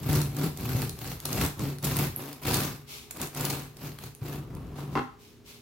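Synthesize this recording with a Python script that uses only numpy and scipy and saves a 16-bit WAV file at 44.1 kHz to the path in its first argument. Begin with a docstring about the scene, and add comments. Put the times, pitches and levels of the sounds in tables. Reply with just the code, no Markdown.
"""A serrated bread knife saws through a crusty loaf on a board: tooth pulses and crumb drag excite loaf
resonances, while coloured bursts of micro-breaks make tearing, rasp and splinters. Flakes snap off as short
noise bursts and the blade's edge ticks. The knife is laid down with a clatter of ringing modes and noise
cracks; a hand brushes with swelling hiss. A small kitchen reverberates over a low murmur and a faint hum."""
import sys
import numpy as np
from scipy import signal
from scipy.fft import rfft, irfft
from scipy.io import wavfile
from scipy.ndimage import uniform_filter1d

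SR = 44100
rng = np.random.default_rng(int(sys.argv[2]) if len(sys.argv) > 2 else 0)


def to_wav(s):
    """Save 16-bit WAV."""
    ch = np.atleast_2d(s).T  # columns
    pcm = np.round(np.clip(ch, -1, 1) * 32767)  # PCM
    wavfile.write(sys.argv[1], SR, pcm.astype(np.int16))


N = 247703
T = np.arange(N) / SR  # time [s]
TOP_HZ = 15900

# Levels in the tables are relative within each layer; the mix sets the final gains.
# Blade strokes, the last three sliding out of the cut: (start [s], bite [s], hold [s], ease [s],
# lean: gain over the hold [dB], thrum [dB], knock [dB], tearing [dB], splinters [dB],
# top tooth rate [Hz], unevenness [tooth spacings])
STROKES = [ (0.0, 0.097, 0.09, 0.14, -2.5, -23.5, -31.5, -39.5, -36, 151.9, 0.097),
           (0.311, 0.079, 0.075, 0.087, 0, -30.5, -33.5, -43.5, -40.5, 168.8, 0.13),
           (0.534, 0.086, 0.22, 0.12, 2.5, -31.5, -37, -45, -40, 129.4, 0.093),
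           (0.94, .079, 0.1, 0.074, 3, -37.5, -44, -47, -41, 129.6, 0.14),
           (1.205, 0.057, 0.18, 0.082, 9.5, -33.5, -37, -40.5, -38, 138, 0.19),
           (1.561, 0.049, 0.086, 0.12, -1.5, -31, -35, -45.5, -43.5, 141.6, 0.067),
           (1.813, 0.025, .21, 0.089, 6, -31, -36, -42, -36.5, 143, 0.17),
           (2.135, .05, .12, .15, -1, -47.5, -44.5, -49, -47.5, 144.7, 0.059),
           (2.424, .05, 0.18, .15, -4, -32.5, -34, -38, -33, 135.1, 0.15),
           (3.135, 0.1, 0.011, 0.077, -3, -39.5, -38, -41.5, -39, 117.6, 0.34),
           (3.329, 0.0449, 0.17, .18, -2.5, -35.5, -38, -41, -38, 141.3, 0.15),
           (3.739, 0.091, 0.041, 0.12, 2, -38, -42.5, -48, -44.5, 140.6, 0.1),
           (3.95, 0.086, 0.021, 0.092, -3.5, -42.5, -51, -53, -47.5, 122.5, 0.15),
           (4.204, 0.048, 0.081, 0.12, -2, -38.5, -41.5, -47.5, -47, 141.6, 0.17),
           (4.332, 0.029, 0.63, 0.068, 1, -40.5, -47, -55, -67.5, 140, .3),
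           (4.721, 0.068, 0.036, 0.096, -8.5, -48, -50, -49.5, -58.5, 140.1, 0.14), ]
# Depth below the held level at stroke start: thrum, knock, tearing, splinters (depth [dB])
BITE_DEPTH_DB = [20.5, 20, 16.7, 18.5]
# Depth below the held level at stroke end, same layers (depth [dB])
EASE_DEPTH_DB = [13.8, 20.1, 22.4, 24.5]
# Low resonances of the loaf on its board: (frequency [Hz], width [Hz], level [dB])
THRUM_MODES = [(53.7, 18, -9.5), (84.4, 12.3, -9), (115.8, 15, -7.5), (142.6, 3.2, 4)]
# Higher resonances of the loaf: (frequency [Hz], width [Hz], level [dB])
KNOCK_MODES = [(212, 18, -5.5), (260.3, 27, 1), (298, 51, -0.5), (368.3, 25, -4.5), (468, 120, -34.5)]
# Colour of tearing crumb: (frequency [Hz], level [dB])
TEAR_COLOUR = [(250, -17.5), (480, 3.5), (590, 2.5), (650, 3), (780, 4.5), (830, -1), (890, 1), (960, 2),
               (1080, 0), (1200, 0.5), (1450, -7), (1800, -14), (3000, -28.5)]
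# Colour of teeth scraping hard crust: (frequency [Hz], level [dB])
RASP_COLOUR = [(900, -13.5), (1500, -0.5), (1900, -4), (2300, -1.5), (2720, -1.5), (3050, -4), (3700, -5),
               (6000, -17.5)]
# Colour of splintering crust: (frequency [Hz], level [dB])
SPLINTER_COLOUR = [(600, -19), (1800, -4.5), (3000, -10.5), (4200, 0.5), (5500, -2), (7500, -3.5),
                   (9500, -6.5), (11500, 0.5), (13000, 2.5), (15500, -1.5)]
# Large crust flakes snapping off: (time [s], level [dB], crumbling time [s], body re treble [dB])
SNAPS = [(.031, -40, 0.0033, 1), (0.1296, -26, 0.0046, -1), (0.1521, -26.5, 0.0094, 7),
         (0.2158, -21.5, .0038, 2), (0.3666, -29, 0.0045, 2), (.532, -42, 0.0013, -6),
         (0.5727, -31.5, 0.0043, 3.5), (0.8193, -18.5, 0.00092, 7.5), (0.8941, -24, 0.0027, -4),
         (.99, -32, .002, 8), (1.2015, -30, 0.002, 7.5), (1.2539, -19, .0045, 1.5),
         (1.3286, -22.5, 0.0044, 2), (1.413, -20.5, 0.0033, 11), (1.462, -23, 0.0028, -12),
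         (1.594, -28.5, 0.0024, -6), (1.7852, -29, 0.0011, 6.5), (1.8287, -27, 0.0013, -5),
         (1.8433, -23.5, 0.015, 1.5), (1.9677, -19, 0.0024, -2), (1.9879, -22, .004, 7),
         (2.3296, -28.5, 0.0015, 3), (2.451, -36, 0.0044, 16.5), (2.5417, -14.5, 0.0059, 0.5),
         (2.569, -24, 0.0038, 5), (2.6352, -25, 0.0023, -4), (3.109, -28, 0.0047, 6),
         (3.17, -34, 0.0035, -3), (3.215, -25, 0.005, -22), (3.272, -32, .003, -2), (3.348, -32, 0.0045, 5),
         (3.4077, -24, .0051, 2), (3.4506, -17, 0.0044, -25), (3.5003, -23, 0.0068, -15),
         (3.7684, -38, 0.0042, 4), (3.9871, -35.5, 0.0031, 11), (4.15, -30.5, 0.00058, -8),
         (4.5506, -35.5, 0.0011, 2), (4.6705, -40, 0.00036, -6)]
# Small chance flakes: rate, level over the splinters, its spread, crumbling time
CRUMBS_PER_S, CRUMB_DB, CRUMB_SPREAD_DB, CRUMB_S = 11, 0.5, 4, 0.0019
# Loaf rocking against its board: (time [s], level [dB])
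BUMPS = [(0.095, -16), (0.162, -13.5), (0.747, -13.5), (1.988, -21), (2.58, -21), (3.373, -38),
         (4.216, -21.5), (4.383, -24)]
# Squeaks and ticks of the blade's edge: (time [s], level [dB], mean pitch [Hz], rise time [s])
TICKS = [(.152, -34, 4700, .004), (2.162, -16, 11800, .00045), (2.170, -33, 12600, .0003),
         (2.185, -28, 12500, .0003), (2.2915, -35, 14200, .0003)]
# Knife meeting board or worktop: (time [s], strength [dB], contact time [s])
BLOWS = [(1.594, -9.5, 0.00012), (2.192, -10.5, .0007), (4.219, -9, 0.0015), (4.9534, 6, 0.00014),
         (4.96, -6, .0009), (4.9614, 0.5, 0.00031), (4.9665, -4, 0.000092), (4.9713, -2.5, 0.0002),
         (4.9743, 6, 0.00025), (4.983, 0.5, 0.00014), (4.9918, 2, 0.00012), (5.01, 1.5, .0008)]
# Ringing of knife and worktop: (frequency [Hz], T60 [s], level [dB])
WORKTOP_MODES = [(144, 0.41, -22), (253, 0.3, -10), (304, 0.13, -10.5), (337, 0.046, -8),
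                 (412, 0.056, -3.5), (526, 0.058, -10), (805, 0.059, -3.5), (777, 0.027, -7),
                 (1077, 0.01, 3), (1066, 0.067, -2.5), (1155, 0.044, -19), (1216, 0.023, -5.5),
                 (1510, 0.012, -25), (1730, .05, -20), (1940, 0.035, -12), (2133, 0.032, -9),
                 (2710, 0.053, -13)]
# Colour of the contact's crack: (frequency [Hz], level [dB])
CRACK_COLOUR = [(150, -24), (500, -12.5), (1200, 1), (2200, -18.5), (3200, -14), (5500, -20.5), (9000, -32),
                (16000, -42)]
# Swishes as the hand shifts its grip and lets go: (start [s], rise time [s], level [dB])
SWISHES = [(2.858, 0.071, -43), (4.74, 0.052, -53), (4.9, 0.055, -53), (5.17, 0.073, -57),
           (5.439, 0.06, -50)]
# Colour of the hand brushing: (frequency [Hz], level [dB])
BRUSH_COLOUR = [(300, -4.5), (1200, -2), (1850, -8.5), (2200, 3), (4300, 1), (6000, -1), (9000, -6.5),
                (13000, -3), (16000, -7.5)]
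# Colour of the room's murmur: (frequency [Hz], level [dB])
MURMUR_COLOUR = [(25, -14), (55, 3), (90, -2), (145, 0), (200, -6), (270, -5), (420, -8), (600, -18),
                 (1500, -23), (4000, -27), (7000, -31), (8500, -37), (16000, -36)]
# Appliance hum: (frequency [Hz], rms level [dB])
HUM = [(118.4, -63.5), (236.9, -64.5), (414.5, -63)]
# Kitchen reverberation: (frequency [Hz], T60 [s])
ROOM_T60 = [(150, 0.17), (1000, 0.4), (4000, 0.35), (14000, 0.3)]


def undb(db):
    """Decibels to gain."""
    return 10 ** (np.asarray(db) / 20)


def unit(x):
    """Scale to rms 1."""
    return x / np.sqrt(np.mean(x ** 2))


def even(x, size=2200):
    """Level to rms 1 over a sliding twentieth of a second, keeping the fine grain."""
    power = np.mean(np.atleast_2d(x) ** 2, axis=0)
    return x / np.sqrt(uniform_filter1d(power, size) + 1e-6 * np.mean(x ** 2))


def add(track, start_s, sound):
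    """Mix a sound in at start_s."""
    i = int(start_s * SR)
    track[..., i:i + sound.shape[-1]] += sound[..., :N - i]


def convolve(x, response):
    """Pass a sound through an impulse response."""
    return signal.fftconvolve(np.atleast_2d(x), np.atleast_2d(response), axes=-1)[:, :N]


def colour(x, points, size=2048):
    """Causal (minimum-phase) filter through (frequency [Hz], level [dB]) points."""
    hz, db = np.transpose(points)
    grid_hz = np.arange(size // 2 + 1) * SR / size
    gain = undb(np.interp(np.log(grid_hz + 1), np.log(hz), db))
    # fold the cepstrum onto positive time
    cepstrum = irfft(np.log(gain))
    cepstrum[1:size // 2] *= 2
    cepstrum[size // 2 + 1:] = 0
    return convolve(x, irfft(np.exp(rfft(cepstrum))))


def band(x, lo_hz, hi_hz, order=2):
    """Butterworth band-pass."""
    edges_hz = [lo_hz, min(hi_hz, SR / 2 - 1)]
    return signal.sosfilt(signal.butter(order, edges_hz, "band", fs=SR, output="sos"), x)


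def resonate(x, modes):
    """Sum of resonances (frequency [Hz], width [Hz], level [dB])."""
    return sum(undb(db) * signal.lfilter(*signal.iirpeak(hz, hz / width_hz, fs=SR), x)
               for hz, width_hz, db in modes)


def stereo(mid, side, side_db):
    """Left and right from a shared and an opposed part."""
    return mid + undb(side_db) * side * np.array([[1], [-1]])


def swell(t, rise_s):
    """Envelope that peaks at 1 after rise_s and dies away."""
    return t / rise_s * np.exp(1 - t / rise_s)


def stroke_levels():
    """Gains of thrum, knock, tearing and splinters: each stroke bites, leans on the loaf and eases off."""
    bite_db, ease_db = np.array(BITE_DEPTH_DB)[:, None], np.array(EASE_DEPTH_DB)[:, None]
    t, power = T[::50], 0
    for start_s, bite_s, hold_s, ease_s, lean_db, *held_db, _, _ in STROKES:
        since_bite_s = t - start_s - bite_s
        biting = np.maximum(-since_bite_s / bite_s, 0)
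        leaning = np.clip(since_bite_s / hold_s, 0, 1) - .5
        easing = np.maximum((since_bite_s - hold_s) / ease_s, 0)
        level_db = np.array(held_db)[:, None] - bite_db * biting + lean_db * leaning - ease_db * easing
        power = power + undb(level_db) ** 2
    return [np.interp(T, t, np.sqrt(layer)) for layer in power]


def tooth_catches(scatter_db, drag_db):
    """A pulse whenever a tooth catches, and the irregular drag of the crumb between them."""
    pulses, drag = np.zeros(N), np.zeros(N)
    for start_s, bite_s, hold_s, ease_s, *_, tooth_hz, jitter in STROKES:
        length_s = bite_s + hold_s + ease_s
        i = np.arange(max(int(start_s * SR), 0), int((start_s + length_s) * SR))
        # blade speeds up from the turn and slows into the next
        swing = (T[i] - start_s) / length_s
        speed = np.abs(np.sin(np.pi * swing)) ** .36
        passed = np.cumsum(tooth_hz * speed) / SR
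        chance = rng.standard_normal((200, 2))
        teeth = np.arange(len(chance)) + .5 + jitter * chance[:, 0]
        caught = teeth < passed[-1]
        # an uneven stroke also bites with uneven force and drags more
        force_db = scatter_db * np.sqrt(abs(jitter)) * chance[caught, 1]
        pulses[i[np.searchsorted(passed, teeth[caught])]] = undb(force_db)
        drag[i] = undb(drag_db) * abs(jitter)
    return unit(pulses), drag * rng.standard_normal(N)


def fractures(catches, per_s, scatter_db, tooth_share, crumble_s):
    """Strength of breaking: cracks start at the teeth or on their own and each runs on for a moment."""
    stray_db = scatter_db * np.clip(rng.standard_normal(N), -2, 2)
    stray = (rng.random(N) < per_s / SR) * undb(stray_db)
    power = tooth_share * catches ** 2 / np.mean(catches ** 2) + stray ** 2 / np.mean(stray ** 2)
    return np.sqrt(signal.lfilter([1], [1, -np.exp(-1 / (crumble_s * SR))], power) + 1e-9)


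def grit(per_s, side_db):
    """Dense microscopic breaks, each radiating differently to the two channels."""
    breaks = rng.random(N) < per_s / SR
    return unit(stereo(breaks * rng.standard_normal(N), breaks * rng.standard_normal(N), side_db))


def flakes(x, spread_db, per_s):
    """Fragments of changing size: third-octaves from 700 Hz up, and all below, flare independently."""
    edges_hz = np.concatenate([[0], 700 * 2 ** (np.arange(14) / 3), [SR]])
    spectrum = rfft(x, 2 ** 18)
    hz = np.arange(2 ** 17 + 1) * SR / 2 ** 18
    out = 0
    for lo_hz, hi_hz in zip(edges_hz, edges_hz[1:]):
        chance = np.clip(rng.standard_normal(4096), -2, 2)
        flare = np.interp(T * per_s, np.arange(len(chance)), undb(spread_db * chance))
        out = out + flare * irfft(spectrum * ((hz >= lo_hz) & (hz < hi_hz)))[:, :N]
    return out


def loaf(push, modes, lo_hz, hi_hz, side_db):
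    """The blade's push shakes one group of the loaf's resonances."""
    return even(band(resonate(stereo(push, rng.standard_normal(N), side_db), modes), lo_hz, hi_hz))


def resistance(spread_db, per_s):
    """Gain drifting at random: the crust is harder in some places than in others."""
    chance = np.clip(rng.standard_normal(1024), -2, 2)
    return np.interp(T * per_s, np.arange(len(chance)), undb(spread_db * chance))


def sawing(thrum_gain, knock_gain, tear_gain, splinter_gain):
    """The same teeth drive the loaf's thrum and knock, the tearing crumb, the rasp and the splinters."""
    catches, drag = tooth_catches(scatter_db=5, drag_db=14.0)
    breaking = fractures(catches, per_s=380, scatter_db=4, tooth_share=.28, crumble_s=.0034)
    thrum = loaf(catches + drag, THRUM_MODES, lo_hz=44.4, hi_hz=178, side_db=-19.5)
    knock = loaf(catches + drag, KNOCK_MODES, lo_hz=179, hi_hz=478, side_db=-38)
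    tear = even(colour(breaking * grit(per_s=5000, side_db=-9.0), TEAR_COLOUR))
    scrape = flakes(breaking * grit(per_s=4000, side_db=-7), spread_db=2.0, per_s=92)
    rasp = even(colour(scrape, RASP_COLOUR))
    shards = flakes(breaking * grit(per_s=7000, side_db=0), spread_db=3.0, per_s=140)
    splinter = even(colour(shards, SPLINTER_COLOUR))
    body = thrum_gain * thrum + knock_gain * knock + tear_gain * tear
    # rasp needs both pressure and hard crust, so it fades when the blade only slides
    rasp_gain = undb(-3.0) * np.sqrt(tear_gain * splinter_gain)
    crust = rasp_gain * rasp + splinter_gain * splinter
    return resistance(spread_db=1.66, per_s=23) * (body + crust)


def background():
    """Low room murmur of coloured noise with steady hum sines."""
    murmur = colour(stereo(*rng.standard_normal((2, N)), side_db=-8.5), MURMUR_COLOUR)
    hum = sum(undb(db) * np.sqrt(2) * np.sin(2 * np.pi * (hz * T + rng.random())) for hz, db in HUM)
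    return undb(-55.5) * unit(murmur) + hum


def crumbs(splinter_gain, count=150):
    """Small chance snaps that follow the splintering level at that moment; rows as in SNAPS."""
    times_s = np.cumsum(rng.exponential(size=count)) / CRUMBS_PER_S
    over_db = CRUMB_DB + CRUMB_SPREAD_DB * np.clip(rng.standard_normal(count), -2, 2)
    levels_db = 20 * np.log10(np.interp(times_s, T, splinter_gain) + 1e-9) + over_db
    return [(s, db, CRUMB_S, 2) for s, db in zip(times_s, levels_db) if s < T[-1]]


def snaps(rows, size=1600):
    """A flake gives way in a quick run of tiny breaks that starts and stops abruptly."""
    bright, dull, t = np.zeros((2, N)), np.zeros((2, N)), T[:size]
    chances = rng.standard_normal((200, 3, size))
    for (start_s, db, crumble_s, body_db), chance in zip(rows, chances):
        burst = chance[:2] * np.sqrt(np.abs(chance[2])) * np.exp(-(t / crumble_s) ** 4)
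        burst *= undb(db) * np.sqrt(crumble_s * SR / np.sum(burst ** 2))
        add(bright, start_s, stereo(*burst, side_db=-1.5))
        add(dull, start_s, stereo(*burst, side_db=-7.0) * undb(body_db))
    treble = flakes(band(bright, 3100, 15000), spread_db=2.0, per_s=160)
    body = band(dull, 550, 5070)
    return undb(-3.0) * treble + undb(-7.5) * body


def bumps(bump_hz=122, size=1800):
    """A heavy, almost dead swing of the loaf: a short enveloped sine."""
    out, t = np.zeros(N), T[:size]
    for start_s, db in BUMPS:
        add(out, start_s, undb(db - 5.0) * np.sin(2 * np.pi * bump_hz * t) * swell(t, rise_s=0.0053))
    return out


def ticks(waver_hz=900, size=1400):
    """Very short high pings of the steel edge, rough in pitch."""
    out, t = np.zeros(N), T[:size]
    for start_s, db, hz, rise_s in TICKS:
        pitch_hz = hz + waver_hz * unit(uniform_filter1d(rng.standard_normal(size), size=14))
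        ping = np.sin(2 * np.pi * np.cumsum(pitch_hz) / SR)
        add(out, start_s, undb(db) * ping * swell(t, rise_s) ** 2)
    return out * undb([[-1.5], [1.5]])  # a little to the right


def knife_down(size=14000):
    """Handle and blade strike and ring the worktop modes; a longer contact gives a duller blow."""
    rings, cracks, t = np.zeros((2, N)), np.zeros((2, N)), T[:size]
    hz, t60_s, mode_db = np.transpose(WORKTOP_MODES)[:, :, None]
    for start_s, db, contact_s in BLOWS:
        push = np.exp(-t[:size // 20] / contact_s * 2)
        push *= undb(db) / push.sum()
        # modes swing with alternating sign, a little differently in each channel
        phase = np.pi * np.arange(len(hz))[:, None] + 0.33 * rng.standard_normal((2, *hz.shape))
        decay = undb(mode_db - 60 * t / t60_s)
        ring = np.sum(decay * np.sin(2 * np.pi * hz * t + phase), axis=1)
        crack = stereo(*rng.standard_normal((2, size)), side_db=-6) * np.exp(-t / .004)
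        add(rings, start_s, signal.fftconvolve(ring, push[None], axes=1))
        add(cracks, start_s, signal.fftconvolve(crack, push[None], axes=1))
    return undb(-26.5) * rings + undb(-12.5) * colour(cracks, CRACK_COLOUR)


def hand():
    """Skin sliding lightly: a fine, smooth hiss that swells and fades with each move."""
    moves = sum(undb(db) * swell(np.maximum(T - start_s, 0), rise_s) ** 2
                for start_s, rise_s, db in SWISHES)
    return unit(colour(grit(per_s=5300, side_db=0.0), BRUSH_COLOUR)) * moves


def kitchen(x, wet_db, bass_db, size=22000):
    """Diffuse reflections of hard kitchen walls: octave noise bands, each with its own decay."""
    t, tail = T[:size], 0
    hz, t60_s = np.transpose(ROOM_T60)
    for centre_hz in 125 * 2 ** np.arange(8):
        decay = undb(-60 * t / np.interp(np.log(centre_hz), np.log(hz), t60_s))
        weight = undb(bass_db * 125 / centre_hz)
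        noise = band(rng.standard_normal((2, size)), centre_hz / np.sqrt(2), centre_hz * np.sqrt(2))
        tail = tail + weight * decay * noise
    tail *= np.minimum(t / 0.0061, 1)  # fade-in [s]
    return x + undb(wet_db) * convolve(x, tail / np.sqrt(np.sum(tail ** 2) / 2))


def scene():
    """Everything on the worktop sounds into the same room, slightly left of centre."""
    thrum, knock, tear, splinter = stroke_levels()
    near = sawing(thrum, knock, tear, splinter)
    near = near + snaps(SNAPS + crumbs(splinter)) + bumps() + ticks() + knife_down() + hand()
    return kitchen(near, wet_db=-4.0, bass_db=-19.5) * undb([[.2], [-.7]]) + background()


def record(dry):
    """The phone cuts the deepest bass and the top."""
    x = signal.sosfilt(signal.butter(4, 38, "high", fs=SR, output="sos"), dry)
    return signal.sosfilt(signal.ellip(10, .2, 70, TOP_HZ, fs=SR, output="sos"), x)


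dry = scene()
out = record(dry)
to_wav(out)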